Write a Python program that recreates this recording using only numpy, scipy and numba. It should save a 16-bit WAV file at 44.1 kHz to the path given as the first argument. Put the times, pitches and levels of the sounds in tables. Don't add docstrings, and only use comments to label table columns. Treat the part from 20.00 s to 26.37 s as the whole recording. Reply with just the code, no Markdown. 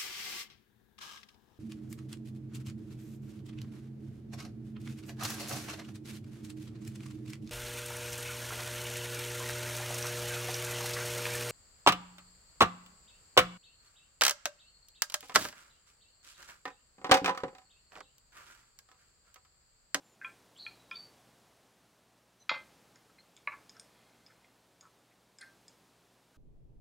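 import sys
import numpy as np
from scipy import signal
from scipy.fft import rfft, irfft
from scipy.io import wavfile
from scipy.ndimage import uniform_filter1d
from numba import njit

SR = 44100
rng = np.random.default_rng(int(sys.argv[2]) if len(sys.argv) > 2 else 0)


def unload_wav(signal):
    wavfile.write(
        sys.argv[1],
        SR,
        np.round(np.clip(np.atleast_2d(signal).T, -1, 1) * 32767).astype(np.int16),
    )


N = 280917

# pitch in Hz, level in dB, ring time (t60) in seconds.
CASING_MODES = [(878, -7, .24), (1001, -9, .15), (1124, -10, .24), (1283, -7, .31), (1578, -13, .3),
                (1715, -10, .2), (1946, -12, .22), (2076, -3, .26), (3495, -13, .18), (3756, -8, .15),
                (4176, -5, .18), (6800, -13, .035), (180, -19, .1), (310, -21, .08), (540, -10, .07),
                (603, -5, .1), (780, -9, .1), (1410, -3, .08), (1840, -5, .08), (2200, -3, .06),
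                (2340, -3, .08), (2476, -2, .09), (2620, -6, .08), (3220, -4, .06), (3340, -2, .08),
                (4480, -11, .14), (4860, -10, .09), (5480, -16, .12)]
# start in seconds, level in dB, centre of the excited band in Hz.
CASING_TAPS = [(2.957, -57, 1650), (3.183, -57, 2080), (4.4424, -56.5, 2300), (5.414, -43, 4970)]


def casing(clank_s=2.4926, clunk_s=3.4731):
    struck_spot = pick_out(CASING_MODES, rings_hz=(1283, 2076), favour_db=6, octaves=.03)
    free_ring = (clank_s, -22, 940, 7000, .75)
    clank = strikes([free_ring], struck_spot, crack_db=-5, crack_t60=.015, wash_db=-8, wash_t60=.18)
    bite = (clank_s + .0008, -18, 1200, 4600, .052)
    thud = (clank_s + .0188, -25, 150, 1120, .41)
    jolt = (clunk_s, -45.5, 860, 2100, 1)
    taps = [(s, db, *around(hz, octaves=.51), .48) for s, db, hz in CASING_TAPS]
    blows = [bite, thud, jolt] + taps
    return clank + strikes(blows, CASING_MODES, crack_db=-6, crack_t60=.015, wash_db=-1.5, wash_t60=.15)


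# pitch in Hz, level in dB, ring time in seconds.
CRANK_MODES = [(605, -14.5, 0.17), (995, -4, 0.076), (1139, 0.5, 0.16), (1203, -5, 0.1), (1725, 4.5, 0.085),
               (2160, 6, 0.034), (2330, 6, 0.03), (2770, -6, 0.017), (4010, -15.5, 0.055), (5060, -26, .03)]


def crank(clunk_s=3.4731):
    ring = (clunk_s, -33, 346, 5700, .71)
    stop = (clunk_s, -22.5, 1950, 2550, .22)
    return strikes([ring, stop], CRANK_MODES, crack_db=-10.5, crack_t60=.019, wash_db=0, wash_t60=.088)


# pitch in Hz, level in dB, ring time in seconds.
SHAFT_MODES = [(1049, -14, 0.14), (1359, -11, 0.14), (1765, -11, 0.038), (2313, -3, 0.021),
               (2446, -1.5, 0.06), (3285, -14.5, 0.045)]
# start in seconds, level in dB, share of the ring time.
BLADE_SNAPS = [(.2458, -33, 1), (.6640, -33.5, 0.56), (0.9126, -36, 0.97)]


def shaft(low_hz=880, high_hz=4300):
    snaps = [(s, db, low_hz / share, high_hz, share) for s, db, share in BLADE_SNAPS]
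    return strikes(snaps, SHAFT_MODES, crack_db=-6.5, crack_t60=.039, wash_db=-18, wash_t60=.077)


# pitch in Hz, level in dB, ring time in seconds.
FIN_MODES = [(1578, 1, .38), (1730, -5, .18), (2078, -4, .15), (2560, -9, .04)]
# start in seconds, level in dB, share of the ring time.
FIN_CLINKS = [(0.2137, -42.5, 0.46), (5.386, -61.5, .8), (5.4126, -49.5, .62)]


def fins(band_hz=(1230, 2750)):
    clinks = [(s, db, *band_hz, share) for s, db, share in FIN_CLINKS]
    return strikes(clinks, FIN_MODES, crack_db=-1, crack_t60=.016, wash_db=-1, wash_t60=.08)


# pitch in Hz, level in dB, ring time in seconds.
TIP_MODES = [(1750, -5, 0.065), (2280, -6.5, 0.054), (3476, -3, 0.019), (4995, -2.5, 0.029),
             (5247, -4.5, 0.044), (5570, -6.5, 0.021), (6750, -1.5, 0.009), (6560, -4.5, 0.038),
             (7580, -3.5, 0.022), (8610, -5, .03), (8800, -7.5, .04), (9580, -6.5, 0.039),
             (10750, -9.5, 0.034)]
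# start in seconds, level in dB, lower and upper ring in Hz.
SCREW_TICKS = [(0.911, -48, 3500, 4840), (2.9573, -55, 5300, 6600), (3.3657, -48.5, 3450, 7050),
               (3.375, -49, 2320, 3400), (3.6942, -46, 5070, 6200), (3.766, -53, 5550, 5600),
               (3.7965, -44, 5500, 8800), (4.2632, -48.5, 5000, 5060), (4.8093, -46, 4640, 6700),
               (5.3854, -45.5, 5140, 7600), (5.4108, -47.5, 9000, 10750), (5.6808, -47, 4840, 7260)]


def screw(low_hz=2000, reach_octaves=.24, share=1.05):
    out = np.zeros(N)
    for s, db, lower_hz, upper_hz in SCREW_TICKS:
        modes = pick_out(TIP_MODES, (lower_hz, upper_hz), favour_db=9.5, octaves=.15)
        high_hz = upper_hz * 2 ** reach_octaves
        tick = (s, db, low_hz, high_hz, share)
        out += strikes([tick], modes, crack_db=.5, crack_t60=.0085, wash_db=-14, wash_t60=.15)
    return out


# start in seconds, time under load in seconds,
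# pitch in Hz, level in dB, wobble as a share of the pitch.
THREAD_SQUEALS = [(.578, 0.075, 4300, -52.5, 0.0423), (.942, 0.066, 4552, -50.5, .012)]
# start and length in seconds, first and last pitch in Hz, level in dB.
THREAD_WHISTLES = [(0, 0.18, 7470, 6900, -72.5), (.24, .17, 8000, 8400, -79),
                   (.572, 0.014, 7500, 7530, -63.5), (0.701, 0.23, 4040, 3820, -77),
                   (2.388, 0.05, 6060, 6060, -64), (2.394, 0.045, 4060, 4020, -67),
                   (3.183, 0.031, 4130, 4170, -61)]


def squeaks(catch_lead_s=.03, attack_s=.017):
    out, t = np.zeros(N), np.arange(SR // 2) / SR
    for s, load_s, hz, db, wobble in THREAD_SQUEALS:
        catch = glide(length_s=.07, start_hz=3120, end_hz=3920, wobble=.0535)
        add(out, s - catch_lead_s, undb(db - 10) * catch)
        envelope = np.minimum(t / attack_s, 1) * fade(np.maximum(t - load_s, 0), t60=.25)
        add(out, s, undb(db) * envelope * stick_slip(np.full(len(t), hz), wobble))
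    for s, length_s, start_hz, end_hz, db in THREAD_WHISTLES:
        add(out, s, undb(db) * glide(length_s, start_hz, end_hz, wobble=.0082))
    return out


# start and length in seconds, level in dB, band centre in Hz.
BLADE_RUBS = [(0.216, .035, -53.5, 1710), (3.083, 0.024, -66.5, 1350), (3.512, 0.03, -53, 1090),
              (3.737, 0.048, -64.5, 1520), (4.286, 0.05, -66, 1550), (4.817, 0.058, -60, 1220),
              (5.103, .026, -70, 2100), (5.4, 0.042, -54, 1750), (6.324, .051, -70, 1440)]


def rubs(grit_db=5):
    out = np.zeros(N)
    damped_ring = ringing(CASING_MODES, np.arange(SR // 4) / SR, share=.36)
    strokes = [(s, length_s, db, *around(hz, octaves=.4)) for s, length_s, db, hz in BLADE_RUBS]
    grind = (3.7, .85, -76, 1440, 6000)
    for s, length_s, db, low_hz, high_hz in strokes + [grind]:
        n = int(length_s * SR)
        swell = np.sqrt(np.hanning(n))
        grit = rng.standard_normal(n) * undb(grit_db * walk(900, n)) * swell
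        rub = band(signal.fftconvolve(grit, damped_ring), low_hz, high_hz, order=8)
        add(out, s, undb(db) * rub * np.sqrt(n / np.sum(rub ** 2)))
    return out


def strikes(blows, modes, crack_db, crack_t60, wash_db, wash_t60):
    out, t = np.zeros(N), np.arange(SR // 2) / SR
    crack = undb(crack_db) * ringing([(hz, db, crack_t60) for hz, db, _ in modes], t, share=.85)
    for s, db, low_hz, high_hz, share in blows:
        wash = undb(wash_db) * cluster(modes, len(t)) * fade(t, wash_t60 * share)
        blow = ringing(modes, t, share) + crack + wash
        add(out, s, undb(db) * band(blow, low_hz, high_hz, order=6))
    return out


def ringing(modes, t, share):
    return sum((-1) ** k * undb(db) * np.sin(2 * np.pi * hz * t) * fade(t, t60 * share)
               for k, (hz, db, t60) in enumerate(sorted(modes)))


def cluster(modes, n, width_hz=110, spread=.022):
    f = np.fft.rfftfreq(n, 1 / SR)
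    power = sum(undb(db) ** 2 * np.exp(-((f - hz) / (width_hz + spread * hz)) ** 2)
                for hz, db, _ in modes)
    return unit(irfft(rfft(rng.standard_normal(n)) * np.sqrt(power), n))


def pick_out(modes, rings_hz, favour_db, octaves):
    def nearness(hz):
        return max(np.exp(-(np.log2(hz / ring) / octaves) ** 2) for ring in rings_hz)
    return [(hz, db - favour_db * (1 - nearness(hz)), t60) for hz, db, t60 in modes]


def stick_slip(hz, wobble, wobble_rate=520, flutter_rate=300, flutter_db=3, spots=3):
    n, tone = len(hz), 0
    for _ in range(spots):
        shaken_hz = hz * (1 + wobble * walk(wobble_rate, n))
        cycles = np.cumsum(shaken_hz) / SR + rng.random()
        flutter = undb(flutter_db * walk(flutter_rate, n))
        tone = tone + np.sin(2 * np.pi * cycles) * flutter
    return unit(tone)


def glide(length_s, start_hz, end_hz, wobble):
    n = int(length_s * SR)
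    tone = stick_slip(np.linspace(start_hz, end_hz, n), wobble)
    return unit(tone * signal.windows.tukey(n, .5))


def workshop(direct, side_db=-27):
    t = np.arange(SR // 2) / SR
    bench, tail, far_wall = (.002, -9, .089), (.012, -14, .27), (.044, -15, .094)
    response = 0
    for delay_s, db, t60 in bench, tail, far_wall:
        burst = rng.standard_normal((2, len(t))) * (t > delay_s) * fade(np.abs(t - delay_s), t60)
        response = response + undb(db) * burst / np.linalg.norm(burst[0])
    mid, side = (signal.fftconvolve(direct, band(r, 220, 4900, order=1))[:N] for r in response)
    return direct + mid + undb(side_db) * np.array([side, -side])


# frequency in Hz, relative spectral level in dB.
AIR_SPECTRUM = [(25, -28), (45, -11.5), (75, -11), (100, -6.5), (130, -5), (178, -.5), (390, -3), (740, -4),
                (1100, -7), (2000, -12), (4000, -14), (8000, -18), (12000, -22), (15500, -26.5)]
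# frequency in Hz, side minus mid in dB.
AIR_WIDTH = [(60, -28), (250, -16), (1300, -23), (2500, -16), (6000, -18), (10000, -8.5), (14000, -11)]
# pitch in Hz, level in dB.
MAINS_HUM = [(60, -85), (120, -78), (178, -84)]


def background(air_db=-64):
    t = np.arange(N) / SR
    mid, side = (undb(air_db) * unit(colour(rng.standard_normal(N), AIR_SPECTRUM)) for _ in range(2))
    side = colour(side, AIR_WIDTH)
    waver = undb(walk(9, N))
    hum = waver * sum(undb(db) * np.sqrt(2) * np.sin(2 * np.pi * hz * t) for hz, db in MAINS_HUM)
    return mid + hum + np.array([side, -side])


def undb(db):
    return 10 ** (np.asarray(db) / 20)


def unit(x):
    return x / np.sqrt(np.mean(x ** 2))


def fade(t, t60):
    return undb(-60 * t / t60)


def add(track, s, x):
    i = max(int(s * SR), 0)
    track[i:i + len(x)] += x[:N - i]


def around(hz, octaves):
    return hz * 2 ** (-octaves / 2), hz * 2 ** (octaves / 2)


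def band(x, low_hz, high_hz, order=3):
    for hz, kind in (low_hz, "high"), (high_hz, "low"):
        x = signal.sosfilt(signal.butter(order, min(hz, SR / 2 - 1), kind, fs=SR, output="sos"), x)
    return x


def colour(x, points):
    hz, db = np.transpose(sorted(points))[:2]
    f = np.maximum(np.fft.rfftfreq(len(x), 1 / SR), 1)
    gain = undb(np.interp(np.log(f), np.log(hz), db))
    return irfft(rfft(x) * gain, len(x))


def walk(rate, n):
    hold = max(int(SR / rate), 1)
    steps = np.repeat(rng.standard_normal(n // hold + 1), hold)
    return unit(uniform_filter1d(steps, hold)[:n])


def scene():
    direct = casing() + fins() + crank() + shaft() + screw() + rubs() + squeaks()
    return workshop(direct) + background()


@njit
def follow(drive, attack_s, release_s):
    out, opening = np.empty(len(drive)), .4
    for i in range(len(drive)):
        opening += (drive[i] * (1 - opening) / attack_s - opening / release_s) / SR
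        out[i] = opening
    return out


def expander(x, threshold_db=-56, attack_s=.065, release_s=.8, closed_db=-7, range_db=10):
    treble = band(x[0], 1580, 9800)
    relative_power = uniform_filter1d(treble ** 2, size=441) / undb(threshold_db) ** 2
    drive = relative_power ** 2 / (1 + relative_power ** 2)
    return x * undb(closed_db + range_db * follow(drive, attack_s, release_s))


def record(dry):
    top_hz = 15750
    low_pass = signal.ellip(10, .1, 70, top_hz, fs=SR, output="sos")
    return signal.sosfilt(low_pass, expander(dry))


dry = scene()
out = record(dry)
unload_wav(out)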